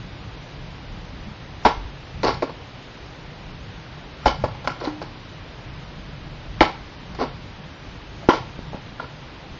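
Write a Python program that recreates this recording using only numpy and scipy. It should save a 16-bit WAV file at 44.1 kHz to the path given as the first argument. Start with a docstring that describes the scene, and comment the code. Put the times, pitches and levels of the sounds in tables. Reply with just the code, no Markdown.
"""Sword cuts through a rolled straw mat

In an open yard a sword cuts four times through a straw roll; the pieces drop, bounce and scuff on the ground.
Bursts of breaking stalks ring resonances of the roll, and struck modes add the blows, thumps and a hum.
Trunks, fences and walls send back echoes; shaped noise makes the rumble of wind and traffic and a steady hiss.
The loudest peaks overload the microphone and clip flat."""
import sys
import numpy as np
from scipy import signal
from scipy.io import wavfile

SR = 44100
rng = np.random.default_rng(int(sys.argv[2]) if len(sys.argv) > 2 else 0)


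def gain_from_db(level_db):
    """Turn a decibel level (scalar or array-like) into a linear amplitude factor."""
    decades = np.asarray(level_db, float) / 20
    return 10 ** decades


def to_wav(s):
    """Save 16-bit WAV."""
    ch = np.atleast_2d(s).T  # columns
    pcm = np.round(np.clip(ch, -1, 1) * 32767)  # PCM
    wavfile.write(sys.argv[1], SR, pcm.astype(np.int16))


N = 422919


def rms_one(x):
    """Scale to rms 1."""
    return x / np.sqrt(np.mean(x ** 2) + 1e-20)


def drift(corner_hz):
    """Slow random wandering of rms 1: noise through a double pole, made at every 40th sample."""
    r = np.exp(-2 * np.pi * corner_hz * 40 / SR)
    noise = rng.standard_normal(N // 40 + 2002)
    slow = signal.lfilter([1], [1, -2 * r, r * r], noise)[2000:]   # the filter has settled by then
    return np.interp(np.arange(N) / 40, np.arange(len(slow)), rms_one(slow))


def resonance(x, hz, width_hz):
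    """Two-pole band with gain 1 on top."""
    r = np.exp(-np.pi * max(width_hz, 5) / SR)
    zeros = np.array([1, 0, -1]) * (1 - r * r) / 2
    return signal.lfilter(zeros, [1, -2 * r * np.cos(2 * np.pi * hz / SR), r * r], x)


def body(x, modes):
    """Resonances in parallel with alternating signs, scaled so that white noise keeps about its level."""
    power = sum(gain_from_db(db) ** 2 * np.pi * width / SR for hz, width, db in modes)
    ringing = sum((-1) ** k * gain_from_db(db) * resonance(x, hz, width) for k, (hz, width, db) in enumerate(modes))
    return ringing / np.sqrt(power)


def air(gusty_db, patchy_db):
    """Third-octave bands of noise: low ones gust as wind and traffic rumble, higher ones hiss almost evenly."""
    # Noise colour of the open yard. Each row: frequency in Hz, relative density in dB per Hz.
    colour = np.array([(15, -35), (25, -6), (49, -1.5), (76, -6), (141, -2.5), (222, -14), (268, -14.5),
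                       (309, -12), (348, -16.5), (676, -19.5), (920, -19.5), (1190, -22.5), (3470, -26),
                       (5710, -35.5), (7240, -48.5), (9410, -87), (15900, -120)])
    # Strength of wind and distant traffic. Each row: time in seconds, rumble rms in dB.
    rumble_level = [(0.0, -37.5), (0.99, -35), (1.39, -38.5), (1.76, -38), (2.0, -43), (2.3, -29),
                    (2.6, -41), (3.42, -40), (4.17, -40.5), (4.38, -34.5), (4.7, -37), (5.3, -40),
                    (6.5, -36), (6.86, -38), (8.25, -40.5), (8.44, -36), (9.16, -43.5), (9.59, -40.5)]
    hiss_db, rumble_top_hz = -42, 220
    gust_shared = 0.7   # weight of the gusting common to all low bands
    gust = drift(5.1)
    edges = 20 * 2 ** (np.arange(0, 27) / 3)
    white = rng.standard_normal((2, N + 8000))   # two noises take turns, so neighbouring bands differ
    rumble, hiss = np.zeros(N), np.zeros(N)
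    for k, (low, high) in enumerate(zip(edges, edges[1:])):
        band_pass = signal.butter(2, [low, high], "band", fs=SR, output="sos")
        band = signal.sosfilt(band_pass, white[k % 2])[8000:]
        hz = np.sqrt(low * high)
        density_db = np.interp(np.log(hz), np.log(colour[:, 0]), colour[:, 1])
        if hz > rumble_top_hz:
            hiss += band * gain_from_db(density_db + patchy_db * drift(6.8))
        else:
            rumble += band * gain_from_db(density_db + gusty_db * (gust_shared * gust + drift(5.6)))
    rumble_db = np.interp(np.arange(N) / SR, *np.transpose(rumble_level))
    return gain_from_db(rumble_db) * rms_one(rumble) + gain_from_db(hiss_db) * rms_one(hiss)


def yard(x):
    """A few coloured echoes and a short scattered tail from trunks, fences and walls."""
    # Echoes off things in the yard.
    # Each row: delay in ms, level in dB, centre in Hz, width in Hz.
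    echoes = [(20.33, -7, 2250, 670), (29.86, -13, 4700, 2600), (45, -15, 780, 3100),
              (54.15, -22.5, 780, 1100), (67, -18, 3200, 810), (86, -23, 780, 320)]
    tail_db, t60_s, build_up_s, low_hz, high_hz = -13, 0.4, 0.0099, 780, 10500
    t = np.arange(SR // 2) / SR
    envelope = gain_from_db(-60 * t / t60_s) * (1 - np.exp(-(t / build_up_s) ** 2))
    scatter = rng.standard_normal(len(t)) * envelope
    scatter = signal.sosfilt(signal.butter(1, [low_hz, high_hz], "band", fs=SR, output="sos"), scatter)
    response = gain_from_db(tail_db) * scatter / np.sqrt(np.sum(scatter ** 2))
    for delay_ms, level_db, hz, width_hz in echoes:
        click = 1. * (np.arange(len(t)) == int(delay_ms * SR / 1000))
        response += gain_from_db(level_db) * resonance(click, hz, width_hz)
    return signal.fftconvolve(x, response)[:N]


def knocks(rows, modes, reach_oct, brief_damping=0, brief_reach=0):
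    """Each blow rings the modes near its struck pitch; they swell over the contact time and die away.

    Modes reach_oct from the struck pitch lose 6 dB after a 1 ms contact. Ringing time goes as contact ms
    to the power brief_damping, reach as contact ms to minus brief_reach."""
    out = np.zeros(N)
    hz, mode_db, t60_ms = np.transpose(modes)[:, :, None]
    for s, level_db, struck_hz, contact_ms in rows:
        i, contact_ms = int(s * SR), max(contact_ms, .01)
        ms = np.arange(min(N - i, SR // 2)) * 1000 / SR
        distance = np.log2(hz / struck_hz) / reach_oct * contact_ms ** brief_reach
        mode_level_db = level_db + mode_db - 6 * distance ** 2
        dying = gain_from_db(mode_level_db - 60 * ms / (t60_ms * contact_ms ** brief_damping))
        ringing = np.sum(dying * np.sin(2 * np.pi * hz * ms / 1000), axis=0)
        out[i:i + len(ms)] -= (1 - np.exp(-ms / contact_ms)) * ringing
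    return out


def thumps():
    """Soft thumps ring the low modes of the stand and the ground."""
    # Each row: start in seconds, level in dB, struck pitch in Hz, contact in ms.
    blows = [(1.652, -11.5, 62.6, 2.2), (1.655, -9, 232, 0.74), (1.772, -28, 45, 2.4),
             (1.85, -19.5, 60, 2.5), (2.26, -19, 62.5, 2.8), (4.26, -12, 57, 2.64), (4.44, -17.5, 112, 1.8),
             (6.61, -12.5, 56, 4.3), (7.2, -23, 52.3, 3.07), (8.405, -17, 107, 3.3), (8.745, -8, 169, 2.8)]
    # Stand and ground. Each row: frequency in Hz, level in dB, T60 in ms.
    stand = [(45, 5.5, 400), (57, 1, 125), (117, 7.5, 37), (175, -2, 19), (232, -1, 70)]
    return knocks(blows, stand, reach_oct=0.13)


def hum():
    """A hollow piece is struck and hums on in two close modes."""
    # Each row: start in seconds, level in dB, struck pitch in Hz, contact in ms.
    blows = [(4.873, -21.5, 306, 0.68)]
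    # Hollow piece. Each row: frequency in Hz, level in dB, T60 in ms.
    piece = [(302, -3.5, 530), (312, 0, 120)]
    return knocks(blows, piece, reach_oct=0.93)


def fibres(per_s, spread_db):
    """Straw stalks break at random moments with uneven strength; rms 1."""
    sizes = gain_from_db(spread_db * np.minimum(rng.exponential(1, N), 4)) * rng.choice([-1, 1], N)
    return rms_one(sizes * (rng.random(N) < per_s / SR))


def mat(contacts, rise_ms, t60_ms, t60_per_ms, per_s, litter):
    """Breaking stalks, held while the contact lasts and then dying, ring the roll, the weave and the straw.

    Dying time is t60_ms plus t60_per_ms for each ms of contact."""
    # Resonances of the rolled mat, from its hollow through its weave to single straws.
    # Each row: frequency in Hz, width in Hz, relative level in dB.
    hollow = [(230, 60, 1), (320, 233, 1.5), (571, 190, 0)]
    weave = [(856, 327, -0.5), (1132, 169, -2.5), (1345, 106, -6.5)]
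    straw = [(2160, 400, 5), (2360, 180, 3.5), (3000, 140, -0.5), (4800, 1600, 0.5), (5340, 200, -19)]
    t, power = np.arange(N) / SR, np.zeros((3, N))
    for s, level_db, hold_ms, hollow_db, straw_db in contacts:
        i = slice(int(s * SR), min(N, int((s + .4) * SR)))
        ms = np.maximum(t[i] - s, 0) * 1000
        dying_db = -60 * np.maximum(ms - hold_ms, 0) / (t60_ms + t60_per_ms * hold_ms)
        shape = (1 - np.exp(-ms / rise_ms)) * gain_from_db(dying_db)
        part_db = level_db + np.array([[hollow_db], [0], [straw_db]])
        power[:, i] += (gain_from_db(part_db) * shape) ** 2
    hollow_force, weave_force, straw_force = np.sqrt(power) + 1e-18
    dull, crisp = fibres(per_s, spread_db=0.5), fibres(per_s * 1.7, spread_db=3.5)
    out = body(hollow_force * dull, hollow) + body(weave_force * dull, weave) + body(straw_force * crisp, straw)
    if litter:   # dry needles crackle under the pieces
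        out += gain_from_db(4.5) * body(straw_force * crisp, [(4480, 1470, 0)])
    return out


def falls():
    """Pieces land, bounce and scuff: stalks crumple and the dry litter under them crackles."""
    # Each row: start in seconds, level in dB, crumpling in ms, hollow and straw in dB relative to the weave.
    contacts = [(2.231, -18, 19, 3, -11.5), (2.266, -19, 14, 3, -10), (2.288, -21.5, 14.7, -2, -13.5),
                (2.339, -28, 2.7, -1, -6), (2.421, -21, 8.1, 9.5, -16.5), (2.492, -34.5, 8, 5, -17),
                (4.438, -22.5, 5.6, 0, -19), (4.454, -28, 1.8, 5.5, -24), (4.548, -39, 3.3, -3, -13),
                (4.644, -29, 6.8, -13, -21), (4.674, -17, 2, -2.5, -15.5), (4.701, -34.5, 2.3, 6, -16),
                (4.801, -34.5, 9.6, 0, -10), (4.813, -35.5, 20, 7, -14), (4.838, -34.5, 12, 3, -4),
                (4.852, -28, 21, 0.5, -17), (5.015, -30, 10.8, 0, -14.5), (7.148, -38, 5, -9, -9),
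                (7.186, -31, 8.6, 8, -19), (7.197, -24, 18, 0, -17), (7.213, -26.5, 16, 8, -13),
                (8.732, -38, 21, 5.5, -28), (8.998, -30.5, 8, -14, -17), (9.018, -37, 16, 2, -16)]
    return mat(contacts, rise_ms=0.37, t60_ms=36, t60_per_ms=4.3, per_s=1600, litter=True)


def snaps():
    """Single blows ring the modes of the mat; brief nicks die sooner and excite a wider range."""
    # Blows on the mat and its pieces.
    # Each row: start in seconds, level in dB, struck pitch in Hz, contact in ms.
    blows = [(1.652, 2.5, 718, 2.2), (1.6505, -7.5, 590, 0.62), (1.660, -14, 746, 1.2),
             (2.422, -11, 460, .36), (2.423, -18, 2080, 0.61), (4.259, 0, 740, 1.7),
             (4.279, -10, 3000, 1.7), (4.439, -6.5, 590, 0.31), (4.4425, -14, 870, 0.12),
             (4.548, -30, 865, 1.2), (4.6742, -7.5, 1550, .02), (4.701, -19, 1490, 0.055),
             (4.813, -17, 1090, 0.17), (4.852, -5.5, 4200, .5), (6.6072, 3, 2260, 0.11),
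             (6.609, 3.5, 316, 1.2), (6.610, -4, 810, 0.52), (8.2873, -3.5, 706, 0.36),
             (8.2886, 9, 327, .2), (8.290, -6.5, 1450, 0.31), (8.307, -10.5, 2700, .4),
             (8.304, 0, 1040, 0.96), (8.591, -9, 205, 0.12), (8.732, -25, 600, 0.085),
             (8.744, -27, 600, 0.16), (8.9975, -16.5, 1400, .3)]
    # Struck mat. Each row: frequency in Hz, level in dB, T60 in ms after a 1 ms contact.
    mat_modes = [(205, 0.5, 9), (322, -0.5, 29), (440, -6, 48), (590, -1, 40), (739, -2.5, 29),
                 (834, 0.5, 64), (1016, -6, 28), (1398, -2.5, 58), (2055, -6.5, 26), (2250, -9.5, 41),
                 (3000, 3.5, 11), (4150, -9.5, 8.3)]
    return knocks(blows, mat_modes, reach_oct=0.17, brief_damping=0.34, brief_reach=0.3)


def swish():
    """Air torn by the blade, a narrow band of noise, swells and fades as it sweeps past before each cut."""
    # Each row: loudest moment in seconds, level in dB, centre in Hz.
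    sweeps = [(1.635, -47, 1000), (4.247, -37.5, 1230), (6.595, -42.5, 1200), (8.232, -38, 650)]
    swell_ms, width_share = 15, 0.17   # width as a share of the centre frequency
    ms, noise = np.arange(N) * 1000 / SR, rng.standard_normal(N)
    out = np.zeros(N)
    for s, level_db, hz in sweeps:
        swell = np.exp(-((ms - s * 1000) / swell_ms) ** 2)
        out += gain_from_db(level_db) * swell * body(noise, [(hz, width_share * hz, 0)])
    return out


def cuts():
    """The blade tears through dense stalks, and after the last cut the leaning roll tears on."""
    # Blade through the mat, then the later tearing.
    # Each row: start in seconds, level in dB, tearing in ms, hollow and straw in dB relative to the weave.
    blade = [(1.649, -10, 12.5, -5.5, -13.5), (4.256, -14, 13, 0, -7), (6.606, -7.5, 9.1, -7, -14),
             (8.287, -12.5, 13.3, -4.5, -19)]
    tearing_on = [(8.328, -24.5, 23, -9, -10.5)]
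    return mat(blade + tearing_on, rise_ms=1.2, t60_ms=69, t60_per_ms=4.9, per_s=5000, litter=False)


def flicker(x):
    """Patches of treble about 90 Hz wide and 50 ms long fall silent at random, more often towards the top."""
    # Flicker of the treble. Each row: frequency in Hz, share of patches that are silent.
    silent_share = [(4600, 0), (5400, .1), (6000, .45), (6600, .7), (7400, .85)]
    hz, t, parts = signal.stft(x, SR, nperseg=2048)
    draws = rng.random((len(hz) // 4 + 1, len(t) // 2 + 1))
    draws = draws.repeat(4, axis=0).repeat(2, axis=1)[:len(hz), :len(t)]
    silent = draws < np.interp(hz, *np.transpose(silent_share))[:, None]
    return signal.istft(parts * ~silent, SR, nperseg=2048)[1][..., :N]


def scene():
    """Cuts, falls and blows ring in the yard over thumps, a hum and the air."""
    hits = cuts() + falls() + snaps() + swish()
    # these sounds reach the microphone without their top treble
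    hits = signal.sosfilt(signal.butter(4, 6100, fs=SR, output="sos"), hits)
    mix = hits + yard(hits) + thumps() + hum() + air(gusty_db=2.5, patchy_db=.5)
    return mix[None]


def low_pass(x):
    """Removes everything above the highest recorded frequency."""
    return signal.sosfilt(signal.butter(12, 7390, fs=SR, output="sos"), x)


def record(dry):
    """The treble is cut off steeply and flickers, then the loudest peaks clip flat."""
    steep = signal.ellip(10, .5, 80, 7300, fs=SR, output="sos")   # 0.5 dB ripple, 80 dB down, edge in Hz
    dull = signal.sosfilt(steep, dry)
    clipped = np.clip(flicker(dull), -1, 1)
    return low_pass(clipped)


dry = scene()
out = record(dry)
to_wav(out)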